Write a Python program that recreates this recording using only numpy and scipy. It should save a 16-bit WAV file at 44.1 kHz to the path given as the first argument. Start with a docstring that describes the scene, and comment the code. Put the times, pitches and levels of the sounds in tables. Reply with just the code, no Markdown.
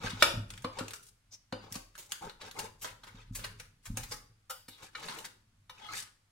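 """A knife cuts crisp baked pastry in a metal baking tin, close by in a kitchen with faint hiss and hum.
At once it knocks, breaks the crust and squeals, with one very hard knock that twangs blade and tin (modes).
Showers of random fractures then crackle on and off, amid filtered-grain scrapes and lighter knocks, while
the tin booms low on its support (pushed modes and shaped noise).
The last crackles give way to a final scrape with gliding squeals (narrow noise on a swept carrier)."""
import sys
import numpy as np
from scipy import signal
from scipy.fft import rfft, irfft, next_fast_len
from scipy.io import wavfile
from scipy.ndimage import uniform_filter1d

SR = 44100
rng = np.random.default_rng(int(sys.argv[2]) if len(sys.argv) > 2 else 0)


def generate_wav(sig):
    """Save sig (samples, or channels by samples) to the path in sys.argv[1] as 16-bit PCM at SR."""
    pcm = np.round(np.clip(np.atleast_2d(sig).T, -1, 1) * 32767).astype(np.int16)
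    wavfile.write(sys.argv[1], SR, pcm)


N = 278667
TIME = np.arange(N) / SR

# The crust gives way. Each row: start in seconds, time scale of the break in seconds, level in dB,
# crispness (treble against the middle) in dB.
CRUST_BREAKS = [(0.065, 0.008, -21.5, -26), (0.503, 0.0026, -34.5, -9), (0.536, 0.0037, -42, -9),
                (0.577, 0.00041, -38.5, -11), (.622, 0.0015, -46.5, -3), (0.881, 0.0023, -34, -9),
                (0.907, 0.0015, -37.5, -8), (0.933, 0.0041, -35, -3), (1.027, 0.0042, -59, 7.5),
                (1.723, 0.0025, -43, 8), (1.74, 0.0064, -36.5, -5), (1.952, 0.0031, -41, -13.5),
                (1.974, 0.022, -37.5, 2.5), (2.1198, 0.0013, -25.5, -4.5), (2.295, 0.0033, -35.5, -15),
                (2.409, 0.0093, -30.5, -20.5), (2.457, 0.011, -42, -7), (2.512, .0015, -39.5, -7),
                (2.587, 0.0078, -28.5, -4), (2.812, 0.021, -42, 9), (2.842, 0.0093, -21, -19.5),
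                (3.033, 0.0076, -37.5, -15.5), (3.064, 0.017, -38.5, -12.5), (3.347, 0.013, -36, 4.5),
                (3.383, 0.013, -31.5, -14), (3.438, 0.011, -27, -10.5), (3.597, 0.0054, -36, -6.5),
                (3.853, 0.011, -36.5, -2), (3.971, 0.005, -27, -8.5), (4.03, 0.0081, -35, -4.5),
                (4.108, 0.019, -28.5, -6), (5.025, 0.01, -34.5, -18), (5.083, 0.0044, -25, -18),
                (5.123, 0.0035, -36, -17), (5.185, 0.0051, -36, -5.5), (5.24, 0.014, -33.5, -6)]
# Blade and tin knock together. Each row: start in seconds, time scale in seconds, level in dB,
# weight (bass against the middle) in dB, treble against the middle in dB, twang of the blade in dB,
# ring of the tin in dB, pitch that the struck spot favours in Hz.
TIN_KNOCKS = [(0.033, 0.0065, -26, -7.5, -41, -50, -50, 520),
              (0.2225, 0.004, -3, -6.5, -14.5, -11, -43.5, 882),
              (0.6425, 0.0061, -27, 6.5, -20, -33, -41.5, 510),
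              (.785, 0.0076, -26.5, -1, -13, -47, -43, 510),
              (0.806, 0.0032, -27, 3.5, -69, -38, -51.5, 520),
              (1.523, 0.0055, -28.5, 6.5, -23.5, -35, -42, 506),
              (1.753, 0.0045, -35.5, 3, -1.5, -52, -52, 510), (3.97, 0.0034, -39.5, 1, 7, -64, -47.5, 796),
              (4.495, 0.013, -36, -3.5, 3, -47, -41, 1230), (4.68, 0.009, -45, 2, -0.5, -50, -63, 3580),
              (4.949, 0.0077, -28, -15, -27, -37, -50, 1800),
              (5.694, 0.0083, -39, -0.5, -16.5, -50, -56, 2900)]
# Modes of the baking tin. Each row: frequency in Hz, level in dB, T60 in seconds.
TIN_MODES = [(513.5, 6.5, 0.21), (572, -0.5, 0.19), (772, -0.5, 0.2), (877, -2, .25), (1253, 2.5, 0.18),
             (1380, 2.5, 0.17), (1460, -4, 0.28), (2275, -2.5, 0.073), (2950, 2.5, 0.3), (3640, -2.5, 0.32),
             (4800, -3, 0.6)]


def amp(db):
    """Decibels to linear gain."""
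    return 10 ** (np.asarray(db) / 20)


def evened(x):
    """Scales a signal to an RMS of 1."""
    return x / np.sqrt(np.mean(x ** 2) + 1e-20)


def read(points, hz):
    """Reads a curve of (Hz, value) points along a logarithmic frequency axis."""
    f, value = np.transpose(points)
    return np.interp(np.log(hz + 1), np.log(f + 1), value)


def add(mix, s, sound):
    """Lays a sound into the mix from second s on."""
    part = mix[max(round(s * SR), 0):][:len(sound)]
    part += sound[:len(part)]


def colour(x, points):
    """Filters by a spectrum in dB, with causal phase so that attacks stay sharp."""
    size = next_fast_len(x.shape[-1] + 2048)
    log_gain = np.log(amp(read(points, abs(np.fft.fftfreq(size, 1 / SR)))))
    response = np.exp(np.conj(signal.hilbert(log_gain)))[:size // 2 + 1]
    return irfft(rfft(x, size) * response, size)[..., :x.shape[-1]]


def convolve(x, response):
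    """Runs a sound through an impulse response, channel by channel."""
    return signal.oaconvolve(np.atleast_2d(x), np.atleast_2d(response), axes=1)[:, :N]


def whitened(x, order=300):
    """Levels the broad trend of a short burst's spectrum; order is the smoothing width in bins."""
    z = rfft(x)
    trend = np.sqrt(uniform_filter1d(abs(z) ** 2, order) + 1e-12)
    return irfft(z / trend, x.shape[-1])


def grains(count, per_s, spread_db):
    """Tiny fractures at random moments: many small, a few large."""
    size = amp(spread_db * np.minimum(rng.exponential(1, count), 4))
    return size * rng.standard_normal(count) * (rng.random(count) < per_s / SR)


def pair(x):
    """Two independent signals become more alike towards the bass, as at two nearby microphones."""
    # Left-right likeness. Each row: frequency in Hz, share in common from 0 to 1.
    likeness = [(200, 0.9), (330, 0.3), (2000, 0.034)]
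    same = np.clip(read(likeness, np.fft.rfftfreq(x.shape[1], 1 / SR)), 0, 1)
    left, other = rfft(x)
    right = same * left + np.sqrt(1 - same ** 2) * other
    return irfft(np.array([left, right]), x.shape[1])


def kitchen(x, near_db, room_db, direct_db=-7, near_t60=0.047, size=22050):
    """Direct sound, quick reflections from tin and worktop, and the tail of a small hard room."""
    # Decay of the room. Each row: frequency in Hz, T60 in seconds.
    room_decay = [(150, 0.8), (600, 0.45), (15000, 0.33)]
    t = np.arange(size) / SR
    echoes = rng.random((2, size)) < 3000 / SR  # about 3000 a second
    near = rng.standard_normal((2, size)) * echoes * amp(-60 * t / near_t60)
    near = pair(whitened(near, order=200)) * (t < 2 * near_t60)
    hz, when, z = signal.stft(rng.standard_normal((2, size)), SR, nperseg=256)
    z = z * amp(-60 * when / read(room_decay, hz)[:, None])
    tail = signal.istft(z, SR, nperseg=256)[1][:, :size]
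    tail = pair(evened(tail * np.minimum(t / 0.0022, 1))) / np.sqrt(size)
    tail = tail * np.minimum(4 * (1 - t / t[-1]), 1) ** 2  # fades out over its last quarter
    return amp(direct_db) * x + convolve(x, amp(near_db) * near + amp(room_db) * tail)


def background(hiss_db=-74.5, hum_hz=98, hum_db=-77):
    """Faint room noise, as filtered noise, and the hum of an appliance, as one sine."""
    # Spectrum of the room noise. Each row: frequency in Hz, density in dB per Hz.
    hiss_spectrum = [(60, 0), (150, -4), (400, -17), (1400, -13), (10000, -21), (16000, -35)]
    hiss = evened(colour(pair(rng.standard_normal((2, N))), hiss_spectrum))
    return amp(hiss_db) * hiss + amp(hum_db) * np.sin(2 * np.pi * hum_hz * TIME)


def shoves(thump_db=-8.5, thump_s=0.0016, lean_s=0.0056):
    """Hand and weighty knocks push the tin on its support: (start s, level dB, push length s)."""
    # Further pushes on the tin: the hand pressing, and the hard knock's own push at 0.219 s. 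Each row: start in
    # seconds, level in dB.
    further_pushes = [(0.038, -28), (0.127, -29), (0.219, -32), (0.333, -32), (.369, -28.5), (1.711, -40.5),
                      (1.756, -39), (3.14, -42), (3.303, -33), (3.895, -29.5), (3.932, -34)]
    thumps = [(s, db + thump_db, thump_s) for s, _, db, weight, *_ in TIN_KNOCKS if weight > 0]
    return thumps + [(s, db, lean_s) for s, db in further_pushes]


def bumps(shake_db=0, size=22050):
    """Soft pushes set the tin booming on its support; a longer push sounds deeper."""
    # Pressure of the hands shakes the tin. Each row: time in seconds, level in dB.
    shake_level = [(0.0, -48), (.32, -51.5), (0.385, -36.5), (.48, -49.5), (1.2, -75), (3.2, -62),
                   (3.4, -49.5), (3.84, -68.5), (3.92, -40.5), (4.42, -73.5), (6.08, -67), (6.2, -84)]
    # Modes of the tin on its support. Each row: frequency in Hz, level in dB, T60 in seconds.
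    support_modes = [(38.52, -20, 1), (104.6, -6.5, 0.35), (184, 1.5, 0.063), (254, 1, 0.15),
                     (310, -8.5, 0.27)]
    # Spectrum of the shaking. Each row: frequency in Hz, density in dB per Hz.
    rumble_spectrum = [(15, -25.5), (36, 1.5), (55, -13.5), (82, -14.5), (106, 1), (135, -14.5), (230, -19),
                       (900, -66.5)]
    pushes, t = np.zeros(N), np.arange(size) / SR
    for s, db, length in shoves():
        push = np.hanning(int(length * SR) + 3)
        add(pushes, s, amp(db) * push / push.sum())
    boom = np.zeros(size)
    for k, (hz, db, t60) in enumerate(support_modes):
        boom += (-1) ** k * amp(db - 60 * t / t60) * np.sin(2 * np.pi * hz * t)  # alternating polarity
    when, level_db = np.transpose(shake_level)
    rumble = evened(colour(rng.standard_normal(N), rumble_spectrum))
    shake = rumble * amp(np.interp(TIME, when, level_db))
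    return amp(shake_db) * shake + convolve(pushes, boom)


def ringing(modes, apart=1.6, waver=0.033, order=300, size=16000):
    """Dying modes that waver as pastry and hand load the tin, a little out of phase at the two microphones."""
    t = np.arange(size) / SR
    phases = 2 * np.pi * rng.random((len(modes), 1, 1))
    phases = phases + apart * rng.uniform(-1.9, 1, (len(modes), 2, 1))
    drift = evened(uniform_filter1d(rng.standard_normal((len(modes), size)), order))
    clocks = t + waver * np.cumsum(drift, axis=1) / SR  # each mode runs on its own unsteady clock
    out = np.zeros((2, size))
    for (hz, db, t60), phase, clock in zip(modes, phases, clocks):
        out += amp(db - 60 * t / t60) * np.sin(2 * np.pi * hz * clock + phase)
    return out


def tin(x, ring_db):
    """The tin rings along with whatever touches it."""
    return x + amp(ring_db) * convolve(x, ringing(TIN_MODES))


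def squeals():
    """Stick and slip in a narrow resonance that glides as the blade moves."""
    # The blade catches. Each row: start in seconds, length in seconds, start pitch in Hz,
    # end pitch in Hz, bandwidth in Hz, level in dB.
    catches = [(0.187, 0.05, 3010, 4510, 1200, -45), (1.304, 0.064, 5455, 6076, 698, -55),
               (4.68, 0.11, 4060, 3620, 410, -61.5), (5.779, 0.13, 890, 788, 80.2, -58),
               (5.789, 0.12, 3354, 3130, 201.3, -59), (5.811, 0.27, 4180, 4590, 201, -56),
               (5.871, 0.065, 1301, 1237, 50.3, -49.5), (5.912, 0.05, 1410, 2014, 295, -46.5)]
    out = np.zeros(N)
    for s, length, start_hz, end_hz, width, db in catches:
        count = int(length * SR)
        pole = np.exp(-np.pi * width / SR)
        wobble = signal.lfilter([1], [1, -pole], rng.standard_normal((2, N // 20)))[:, :count]
        turn = 2 * np.pi * np.cumsum(np.linspace(start_hz, end_hz, count)) / SR
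        squeal = wobble[0] * np.cos(turn) + wobble[1] * np.sin(turn)
        add(out, s, amp(db) * evened(squeal * np.hanning(count)))
    return out


def strokes(lead_s=0.029, trail_s=0.084, slide_db=-26.5, slide_crisp_db=7, slide_groan_db=-9.5):
    """All strokes and slides: (start s, hardest s, end s, groan dB, rubbing dB, flaking dB)."""
    # Long strokes of the blade. Each row: start in seconds, hardest moment in seconds, end in seconds,
    # rubbing level in dB, flaking crust in dB and groaning tin in dB, both against the rubbing.
    # A row that ends before it starts is silent.
    long_strokes = [(0, 0.036, 0.28, -43.5, -11.5, -3.5), (0.713, 0.774, 0.87, -50.5, -14.5, -2),
                    (1.018, 1.094, 1.09, -72.5, 15.5, -19.5), (1.588, 1.642, 1.79, -58.5, -21, 2),
                    (2.203, 2.227, 2.323, -53.5, -6, 8), (2.393, 2.465, 2.52, -59, -44, 5.5),
                    (2.533, 2.59, 2.707, -55.5, -6, 10.5), (3.083, 3.185, 3.315, -59.5, -16.5, -4),
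                    (3.352, 3.401, 3.26, -45, -14, 1), (4.13, 4.205, 3.72, -56.5, 0, 0),
                    (4.748, 4.839, 4.9, -53.5, -4, -7), (4.924, 4.987, 5.23, -49.5, -7.5, -3),
                    (5.033, 5.13, 5.26, -57.5, 1.5, 2), (5.736, 5.93, 6.1, -49, -16, -11.5),
                    (5.906, 5.984, 6.04, -50, 11, -29)]
    # the blade presses in before each break and slides on after it
    slides = [(s - lead_s, s + length, s + length + trail_s, db + slide_db, crisp + slide_crisp_db, slide_groan_db)
              for s, length, db, crisp in CRUST_BREAKS]
    return [(start, hardest, end, db + groan, db, db + crisp)
            for start, hardest, end, db, crisp, groan in [*long_strokes, *slides]]


def crumbs(per_s, centre_hz, octaves, cycles, spread_db=4, size=2048):
    """Separate crumbs give way at random moments, each ringing for a few cycles at a pitch of its own."""
    out, t = np.zeros(N), np.arange(size) / SR
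    for when, strength, pitch in rng.random((size, 3))[:int(per_s * N / SR)]:
        turns = t * centre_hz * 2 ** (octaves * (2 * pitch - 1))
        ring = np.exp(-turns / cycles) * np.sin(2 * np.pi * turns)
        add(out, when * N / SR, amp(-spread_db * np.log(strength + .02)) * ring)
    return evened(out)


def drag(uneven_db=2.5, fade_db=16, crunch_db=0, crumbs_db=-3.5):
    """Slips, crumbs and flakes swell and fade with each stroke, surging as the knife sticks and gives."""
    # Spectra of the groaning tin, the rubbing blade and the flaking crust.
    # Each row: frequency in Hz, density in dB per Hz.
    groan_spectrum = [(240, -2), (530, 3), (680, -10.5), (880, 0), (1100, -6.5), (1600, -8), (4000, -34)]
    rub_spectrum = [(200,-26), (700,-13.5), (1300,1.5), (1800,0.5), (2700,-1), (4200,-2), (6000,-6.5),
                    (12000,-24)]
    flake_spectrum = [(800, -28), (2500, -4.5), (5000, 5), (9000, 6.5), (13000, -3.5), (16000, -9.5)]
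    effort = np.zeros((3, N))  # groan, rubbing, flaking
    for start, hardest, end, *levels in strokes():
        span = slice(max(round(start * SR), 0), round(end * SR))
        shape = np.interp(TIME[span], [start, hardest, end], [0, 1, 0])
        swell = amp(fade_db * (shape - 1)) * np.minimum(8 * shape, 1)
        effort[:, span] += amp(levels)[:, None] * swell
    slow = [(1, 1.5), (45, -1.5), (150, -34.5), (1000, -85.0)]  # Hz, dB per Hz
    surge = amp(uneven_db * evened(colour(rng.standard_normal(N), slow)))
    groan = evened(colour(grains(N, 1500, 0.85) * surge, groan_spectrum))
    groan = groan + amp(crunch_db) * crumbs(190, 930, .25, 7.4)  # hollow crunches
    rub = evened(colour(grains(N, 2500, 3.0) * surge, rub_spectrum))
    rub = rub + amp(crumbs_db) * crumbs(160, 2300, 0.9, 8.3)  # coarse crumbs
    flake = colour(grains(N, 730, 2.7) * surge, flake_spectrum)
    return evened(groan) * effort[0] + evened(rub) * effort[1] + evened(flake) * effort[2]


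def scraping(turns_per_s=2.7):
    """The blade travels as it scrapes, so its sound keeps shifting between two reflection paths."""
    sound = tin(drag() + squeals(), ring_db=-61.0)
    turn = 2 * np.pi * turns_per_s * TIME
    return sum(kitchen(sound * share, near_db=-1.0, room_db=-9.5) for share in (np.cos(turn), np.sin(turn)))


def bursts(rows, per_s=3500, spread_db=3.5, patchy_db=3.0, snap_s=0.0032, size=4096):
    """Each contact or break is a shower of fractures that swells and dies, with a colour of its own."""
    out, t = np.zeros(N), np.arange(size) / SR
    hz = np.geomspace(100, 16000, 30)
    for s, length, db, bass_db, treble_db in rows:
        u = t / max(length, .001)
        shower = grains(size, per_s, spread_db) + 0.4 * rng.standard_normal(size)
        shower = whitened(shower * u ** 1.87 * np.exp(-3 * u))
        shower[np.argmax(u > .5)] += 3 * np.exp(-length / snap_s)  # one clean snap, strongest in short breaks
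        tone = [(100, bass_db - 16.0), (380, bass_db - 6), (530, bass_db), (680, bass_db - 5.5),
                (900, 0.9 * bass_db + 0.5), (1400, 0.75), (2250, 0.39 * treble_db + 0.5),
                (2800, 0.43 * treble_db), (4100, 0.23 * treble_db), (6000, 0.79 * treble_db + 0.5),
                (10000, treble_db), (16000, 1.3 * treble_db - 7.5)]
        patchy = np.transpose([hz, read(tone, hz) + patchy_db * rng.standard_normal(len(hz))])
        burst = colour(whitened(shower) * (u < 4), patchy)
        add(out, s, amp(db) * np.sqrt(SR / 100) * burst)  # level counted over 10 ms
    return out


def struck_tin(low_db=-11.5, high_db=-11, top_db=-11):
    """Each knock rings the tin; the spot that is hit decides which modes stand out."""
    out = np.zeros((2, N))
    for s, length, *_, db, spot_hz in TIN_KNOCKS:
        favour = [(spot_hz / 2, low_db), (spot_hz, 0), (2 * spot_hz, high_db), (8 * spot_hz, top_db)]
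        ring = ringing([(hz, db + mode_db + read(favour, hz), t60) for hz, mode_db, t60 in TIN_MODES])
        for side, sound in zip(out, ring):
            add(side, s, sound * np.minimum(np.arange(len(sound)) / SR / length, 1))
    return out


def twang(s, length, db, spot_hz, t60=0.081, db_per_octave=-6, size=4096):
    """The hand-damped blade rings briefly; modes far from the pitch of the struck spot are weaker."""
    # Modes of the knife blade. Each row: frequency in Hz, level in dB.
    blade_modes = [(1260, -2.5), (1365, 2), (1490, -4), (1820, -1), (2300, 0.5), (2915, -3), (3700, 0.5),
                   (4230, 0.5)]
    out, t = np.zeros(N), np.arange(size) / SR
    ring = np.zeros(size)
    for hz, mode_db in blade_modes:
        gain = amp(mode_db + db_per_octave * abs(np.log2(hz / spot_hz)))
        ring += gain * np.sin(2 * np.pi * (hz * t + rng.random()))
    add(out, s, ring * amp(db - 60 * t / t60) * np.minimum(2 * t / length, 1))
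    return out


def knocks(count=3):
    """Hard contacts at several spots twang the blade and ring the tin."""
    blows = [bursts([row[:5]], patchy_db=2.5) for row in TIN_KNOCKS]
    blade = sum(twang(s, length, twang_db, spot_hz) for s, length, *_, twang_db, _, spot_hz in TIN_KNOCKS)
    contacts = sum(kitchen(sum(blows[k::count]), near_db=-5.0, room_db=-6.0, direct_db=-5.0)
                   for k in range(count))
    return contacts + struck_tin() + kitchen(blade, near_db=-12, room_db=-13.5, direct_db=-2.5)


def crust(ring_db=-56.5, count=4, body_db=-5, body_at_s=0.0061, body_db_per_decade=12.5):
    """The crust breaks at several spots, each with its own path to the microphones."""
    breaks = []
    for s, length, db, crisp in CRUST_BREAKS:
        # a longer break goes deeper into the pastry and has more bass
        bass_db = body_db + body_db_per_decade * np.log10(length / body_at_s)
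        breaks.append((s, length, db, bass_db, crisp))
    return sum(kitchen(tin(bursts(breaks[k::count]), ring_db), near_db=-5.0, room_db=-9.5)
               for k in range(count))


def scene(left_db=1.67, right_db=0.0, left_lead_s=0.00003):
    """The knife, louder and a touch earlier on the left, over the bumping tin and the room noise."""
    left, right = crust() + knocks() + scraping()
    size = next_fast_len(N)
    delay = np.exp(-2j * np.pi * np.fft.rfftfreq(size, 1 / SR) * left_lead_s)
    right = irfft(rfft(right, size) * delay, size)[:N]
    return np.array([amp(left_db) * left, amp(right_db) * right]) + bumps() + background()


def record(dry, edge_hz=16200):
    """Soft overload of the hardest peaks, then the recorder's band limit."""
    dry = .85 * np.tanh(dry / .85)
    band_limit = signal.firwin(511, edge_hz, window=("kaiser", 9), fs=SR)
    return signal.oaconvolve(dry, band_limit[None], "same")


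dry = scene()
out = record(dry)
generate_wav(out)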